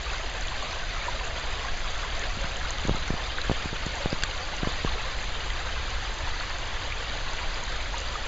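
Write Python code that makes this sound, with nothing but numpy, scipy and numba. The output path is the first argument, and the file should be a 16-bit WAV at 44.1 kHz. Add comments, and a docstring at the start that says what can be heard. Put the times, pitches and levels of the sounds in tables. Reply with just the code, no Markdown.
"""On the bank of a shallow creek that runs over rock ledges, heard through a hand-held camera.
Thousands of trapped air bubbles ring as damped oscillators over the even rush of the water
further off; spray ticks close by. Moving air rumbles on the microphone, and the camera body,
set vibrating by the hand, knocks softly and clicks once as it is turned."""
import sys
import numpy as np
from scipy import signal
from scipy.fft import rfft, next_fast_len
from scipy.io import wavfile
from scipy.ndimage import map_coordinates
from numba import njit

SR = 44100
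rng = np.random.default_rng(int(sys.argv[2]) if len(sys.argv) > 2 else 0)


def output_pcm(signal):
    """Save a mono or channel-first signal as 16-bit PCM at the path in sys.argv[1].

    Samples are clipped to [-1, 1] before scaling.
    """
    pcm = np.clip(np.atleast_2d(signal).T, -1, 1) * 32767
    wavfile.write(sys.argv[1], SR, np.round(pcm).astype(np.int16))


N = 365009
T = np.arange(N) / SR
TURN_S = (2.34, 3.11)  # start and end of the camera's turn away from the near riffle


def babble(count, spread_db, cycles, glide, burst_s, burst_db):
    """Minnaert resonance: each folding wavelet traps a few bubbles, and the smaller ones ring higher."""
    # Loudness by bubble size. Each row: pitch in Hz, relative level in dB.
    sizes = [(330, -36), (440, -7), (600, -4), (1000, -2), (1800, 1), (2500, -0.5), (3600, 1), (4800, -0.5),
             (7500, -8.5)]
    # The babble varies as the camera faces the distant water. 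Each row: time in seconds, gain in dB.
    facing = [(0, 1.3), (4.5, 2.5), (6, 0.5), (8.28, 1.1)]
    per_wavelet, lowest_hz, highest_hz = 6, sizes[0][0], sizes[-1][0]
    fold_s, strength = rng.random(count) * N / SR, rng.standard_normal(count)
    delay, pitch, near, life, rise = rng.random((count * per_wavelet, 5)).T
    start = fold_s.repeat(per_wavelet) + burst_s * delay
    hz = lowest_hz + (highest_hz - lowest_hz) * pitch ** 1.9
    nearness = np.minimum(-np.log(1 - near), 3.5)  # a few are much nearer than the rest
    wavelet_db = burst_db * np.tanh(strength).repeat(per_wavelet)
    peak = gain_at(sizes, hz) * undb(spread_db * nearness + wavelet_db)
    ring_cycles = cycles * np.sqrt(hz / 1000) * (.5 + life)  # small bubbles ring for more cycles
    bubbles = ring(start, peak, hz, ring_cycles, glide * (rise - .2), swell=.47)
    return level(bubbles, -40) * envelope(facing)


def plops(gain_db, glide):
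    """Free oscillation: single near bubbles stand out, each with a rounded start and an upward chirp."""
    # Each row: start in seconds, relative peak level in dB, pitch in Hz, ring length in cycles.
    nearest_bubbles = [(0.064, -31, 1210, 30), (0.1012, -26.5, 2600, 40), (0.133, -30, 1440, 45),
                       (0.196, -33, 626, 25), (0.4835, -22, 3340, 12), (0.517, -31, 1020, 35),
                       (0.581, -26, 3650, 18), (0.624, -30, 1060, 22), (0.829, -30, 1490, 75),
                       (1.0139, -30.0, 2220, 60), (1.082, -22, 960, 34), (1.1972, -27, 2660, 18),
                       (1.21, -29.5, 985, 30), (1.6463, -26.5, 1060, 40), (1.6836, -28.5, 1620, 55),
                       (1.864, -33, 1165, 35), (2.034, -33, 1440, 35), (2.047, -33, 1010, 40),
                       (2.103, -27, 3260, 18), (2.2259, -23, 1890, 11), (2.413, -31.5, 540, 29),
                       (2.5592, -26.0, 3050, 27), (2.611, -28.5, 1680, 40), (2.652, -29, 1450, 42),
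                       (2.784, -26, 3100, 14), (2.7973, -23, 2910, 8.7), (2.957, -29.5, 1290, 50),
                       (3.3043, -28, 3080, 40), (3.3811, -23, 3830, 13), (3.3845, -19, 1500, 8.4),
                       (3.4158, -20, 3920, 18), (3.4447, -26.5, 1580, 16), (4.004, -30, 565, 32),
                       (4.1034, -25, 4840, 37), (4.1229, -23, 4900, 27), (4.2231, -28.5, 2740, 45),
                       (4.2239, -22, 4960, 15), (4.3116, -27.5, 2850, 65), (4.4514, -28, 4880, 12),
                       (4.534, -30, 870, 28), (4.581, -30.0, 2760, 51), (4.6463, -28, 1130, 27),
                       (4.8748, -25.5, 1120, 27), (4.893, -23.5, 3970, 8), (4.9566, -31, 437, 7.8),
                       (4.9965, -28.5, 2600, 40), (5.502, -27, 3220, 40), (5.5034, -29.0, 2000, 71),
                       (5.88, -29, 1320, 33), (6.272, -31, 980, 30), (6.3995, -24.5, 4290, 37),
                       (6.408, -25.5, 1470, 12), (6.4966, -29, 4810, 27), (6.9228, -21.5, 2350, 24),
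                       (7.0979, -25.5, 3740, 12), (7.5426, -25, 4900, 40), (7.6278, -31.5, 976, 44),
                       (7.9408, -27, 935, 35), (7.9874, -28, 4700, 40), (8.0033, -26, 4700, 18),
                       (8.0863, -25, 4700, 18), (8.1548, -24, 1220, 40)]
    start, db, hz, cycles = np.array(nearest_bubbles, float).T.copy()
    return ring(start, undb(db + gain_db), hz, cycles, np.full(len(start), glide), swell=1.2)


def gurgle(count, cycles):
    """Size sets resonance: each hollow between stones traps like-sized bubbles, so keeps near one pitch."""
    # Each row: pitch in Hz, pitch scatter as a fraction, levels in dB before and after the turn.
    hollows = [(666, 0.04, -50.5, -70), (1072.6, .09, -51.5, -51), (1693, .07, -54.5, -65)]
    out = np.zeros(N)
    for centre_hz, scatter, ahead_db, away_db in hollows:
        start = rng.random(count) * N / SR
        hz = centre_hz * np.exp(scatter * rng.standard_normal(count))
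        peak = .3 + rng.random(count) ** 2
        ring_cycles = np.full(count, cycles * np.sqrt(centre_hz / 1000))
        glugs = ring(start, peak, hz, ring_cycles, glide=np.full(count, .08), swell=.6)
        out += level(glugs, np.interp(T, TURN_S, [ahead_db, away_db]))
    return out


def spray(count, ahead_db, away_db, spread_db, close_db, close_hz, close_cycles):
    """Drop impact: brief, high ticks on the surface, as a few close drops and a fine patter."""
    # The closest drops. Each row: start in seconds, relative peak level in dB.
    drops = [(.4100, -30), (.4716, -30), (1.2520, -31), (1.7732, -29), (2.194, -26), (2.568, -30),
             (2.7062, -23), (2.7835, -32), (2.8740, -28), (2.9577, -31), (3.0784, -30), (3.4158, -34),
             (3.8625, -28.5), (3.9551, -31.5), (4.5661, -29.5), (5.2271, -35), (5.9045, -31), (6.1412, -33),
             (6.1845, -34), (6.5845, -32), (6.6731, -34), (7.3338, -29.5), (7.6374, -28.5), (7.9820, -26.5),
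             (8.0022, -30), (8.0122, -34)]
    when, pitch, near, life = rng.random((count, 4)).T
    peak = undb(spread_db * np.minimum(-np.log(1 - near), 3))
    patter = ring(when * N / SR, peak, 3600 + 3900 * pitch, 10 + 22 * life, np.zeros(count), swell=.8)
    start, db = np.array(drops, float).T.copy()
    hz = close_hz * (1 + .04 * rng.standard_normal(len(drops)))
    cycles = np.full(len(drops), close_cycles)
    close = ring(start, undb(db + close_db), hz, cycles, glide=np.zeros(len(drops)), swell=1.2)
    return close + level(patter, np.interp(T, TURN_S, [ahead_db, away_db]))


def rush():
    """Incoherent summation: distant bubbles, too many to tell apart, merge into gently surging noise."""
    # Each row: frequency in Hz, relative spectral density in dB.
    spectrum = [(100, -4.5), (200, -2), (330, 1), (450, -0.5), (620, 3), (1000, 1.5), (1800, 3),
                (2500, 0.5), (3600, 1), (4700, -2), (6500, -7), (7500, -14)]
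    return noise(spectrum) * undb(-36.5 + .31 * walk(rate_hz=14))


def ledges(sound, wet_db, t60):
    """Diffuse reflection: the rock banks scatter each sound back as a short, dense tail."""
    t = T[:SR // 4]
    tail = rng.standard_normal(len(t)) * np.exp(-np.log(1000) * t / t60) * (t > .004)
    return sound + undb(wet_db) * signal.oaconvolve(sound, tail / np.linalg.norm(tail))[:N]


def knocks(push_db, body_db):
    """Elastic rebound: each push of the hand dents the casing, and the body springs back with a thud."""
    # Each row: time in seconds, relative level in dB, contact time in seconds.
    pushes = [(2.373, -27.5, .0014), (2.444, -28, 0.0021), (2.8525, -20, 0.0011), (2.8846, -18.5, 0.00079),
              (2.8945, -11, 0.00048), (2.912, -19, 0.0024), (2.9475, -22.5, 0.0014),
              (3.1051, -15.5, 0.00095), (3.14, -22, 0.00064), (3.4972, -12, 0.00039),
              (3.507, -21.5, 0.00049), (3.5144, -13.5, 0.00054), (3.658, -22, 0.0012),
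              (3.7301, -23.5, 0.00081), (3.866, -20.5, 0.001), (4.0590, -12.5, 0.00039),
              (4.1293, -15.5, 0.00067), (4.6324, -16.5, 0.0009), (4.6729, -15.5, .0007),
              (4.8485, -13.5, 0.00047)]
    # Modes of the held camera. Each row: frequency in Hz, 60 dB decay time in seconds, relative dB.
    body_modes = [(66, 0.056, -9.5), (141.5, 0.024, -3), (342, 0.0086, -8.5), (950, 0.0012, -14)]
    rebound = undb(body_db) * impulse_response(body_modes)
    t = T[:len(rebound)]
    out = np.zeros(N)
    for s, db, contact_s in pushes:
        dent = undb(push_db) * np.exp(-2 * np.abs(t / contact_s - 3))
        thud = np.pad(rebound, (int(3.7 * contact_s * SR), 0))[:len(t)]
        first = int((s - 3 * contact_s) * SR)  # the dent is deepest at time s
        out[first:first + len(t)] += undb(db) * (thud - dent)
    return out


def click(gain_db):
    """Impulse excitation: the casing chatters as it seats, and each hard contact rings its modes."""
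    # Each row: time in seconds, relative level in dB.
    contacts = [(4.2355, -5.5), (4.2361, -7), (4.2367, -7.5), (4.2373, -12), (4.2380, -12)]
    # Each row: frequency in Hz, 60 dB decay time in seconds, relative level in dB.
    casing_modes = [(1670, 0.006, -13.5), (2630, 0.0069, -7), (3600, 0.0062, -13), (4520, 0.0062, -4),
                    (5830, 0.012, -8), (7350, 0.0066, -6.5)]
    blows = np.zeros(N)
    for s, db in contacts:
        blows[int(s * SR)] += undb(db + gain_db)
    return signal.oaconvolve(blows, impulse_response(casing_modes))[:N]


def grip():
    """Friction noise: the hand shifts on the camera body with a dull rub as the turn begins."""
    # Each row: frequency in Hz, relative spectral density in dB.
    spectrum = [(50, -12), (100, -3), (135, 3.5), (180, -9.5), (300, -24.5), (800, -59.5)]
    # Each row: time in seconds, level in dB.
    rub_levels = [(1.7, -71), (2.1, -50), (2.9, -47.5), (3.3, -71.5)]
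    return noise(spectrum) * envelope(rub_levels)


def air():
    """Pressure fluctuation: air moving over the microphone rumbles, more so as the camera swings."""
    # Each row: frequency in Hz, relative spectral density in dB.
    spectrum = [(5, -12), (11, -1), (20, -3.5), (28, -7), (40, -7.3), (62, -10.5), (85, -17.2),
                (120, -23.5), (180, -31), (300, -43), (600, -65)]
    # Each row: time in seconds, gain in dB.
    swells = [(0, -.6), (2, -.3), (2.7, .3), (2.9, 4), (3.2, -.3), (4.2, -.3), (4.7, 1.5), (5.3, 1.5),
              (6.3, .3), (6.8, -1), (7.4, -.3), (8.28, -.3)]
    return undb(-31.7) * noise(spectrum) * envelope(swells)


def width():
    """Decorrelation: faint noise, opposite in sign left and right, widens the lows."""
    # Each row: frequency in Hz, relative spectral density in dB.
    spectrum = [(5, 3), (20, 2), (45, 13.5), (80, 12.5), (150, -9.5), (350, -11.5), (750, -21),
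                (1050, -54.5), (3000, -58.5), (7000, -50.5)]
    return level(noise(spectrum), -52) * np.array([[1], [-1]])


@njit
def ring(start, peak, hz, cycles, glide, swell):
    """Damped oscillation: each ring builds over `swell` cycles and dies by about 50 dB in `cycles`."""
    out = np.zeros(N)
    for k in range(len(start)):
        first, length = int(start[k] * SR), int(cycles[k] * SR / hz[k]) + 2
        omega = 2 * np.pi * hz[k] / SR
        ratio = swell * np.log(300) / cycles[k]  # attack time over decay time
        crest = (ratio / (1 + ratio)) ** ratio / (1 + ratio)  # maximum of the unscaled envelope
        phasor = peak[k] / crest + 0j
        step = np.exp(1j * omega - np.log(300) / length)
        bend = np.exp(1j * omega * glide[k] / length)  # pitch shifts by the fraction `glide` in all
        shut, opening = 1., np.exp(-hz[k] / SR / swell)
        for i in range(max(first, 0), min(first + length, N)):
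            out[i] += phasor.imag * (1 - shut)
            phasor, step, shut = phasor * step, step * bend, shut * opening
    return out


def impulse_response(modes):
    """Modal superposition: a struck body sounds as a sum of decaying sines."""
    t = T[:SR // 10]
    return sum(undb(db) * np.sin(2 * np.pi * hz * t) * np.exp(-np.log(1000) * t / t60)
               for hz, t60, db in modes)


def noise(spectrum):
    """Spectral shaping: white noise takes the given colour, at rms 1."""
    size = next_fast_len(N)
    white = rfft(rng.standard_normal(size))
    gains = gain_at(spectrum, np.fft.rfftfreq(size, 1 / SR))
    return level(np.fft.irfft(white * gains, size)[:N], 0)


def walk(rate_hz):
    """Slow random modulation: a spline through random values, with a spread near 1."""
    position = np.arange(N // 64 + 1) * 64 / SR * rate_hz
    return map_coordinates(rng.standard_normal(4096), [position], order=3, mode="wrap").repeat(64)[:N]


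def gain_at(spectrum, hz):
    """Gain of a spectrum, interpolated in dB over log frequency."""
    knots_hz, db = np.transpose(spectrum)
    return undb(np.interp(np.log(np.maximum(hz, 1)), np.log(knots_hz), db))


def envelope(points):
    """Gain over time, interpolated in dB."""
    return undb(np.interp(T, *np.transpose(points)))


def level(x, db):
    """Normalise to rms 1, then apply a gain in dB."""
    return x * undb(db) / np.std(x)


def undb(db):
    """Decibels to amplitude ratio."""
    return 10 ** (np.asarray(db) / 20)


def scene():
    """Superposition: water, air and handling add in the centre; only the lows are a little wide."""
    near = babble(count=1300, spread_db=1.5, cycles=42.6, glide=.17, burst_s=.035, burst_db=2)
    water = ledges(near, wet_db=-13, t60=.08) + plops(gain_db=.5, glide=.04) + rush()
    water += gurgle(count=420, cycles=110)
    water += spray(count=1100, ahead_db=-50.5, away_db=-54, spread_db=3,
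                   close_db=5.5, close_hz=6600, close_cycles=12.)
    camera = air() + grip() + knocks(push_db=3, body_db=1) + click(gain_db=-4.5)
    return water + camera + width()


def record(dry):
    """Frequency response: the camera has a narrow notch in the treble and a steep low-pass cut-off."""
    notch_hz, cutoff_hz = 5470, 7500
    notched = signal.lfilter(*signal.iirnotch(notch_hz, Q=5.5, fs=SR), dry)
    return signal.sosfilt(signal.ellip(10, .3, 60, cutoff_hz, fs=SR, output="sos"), notched)


dry = scene()
out = record(dry)
output_pcm(out)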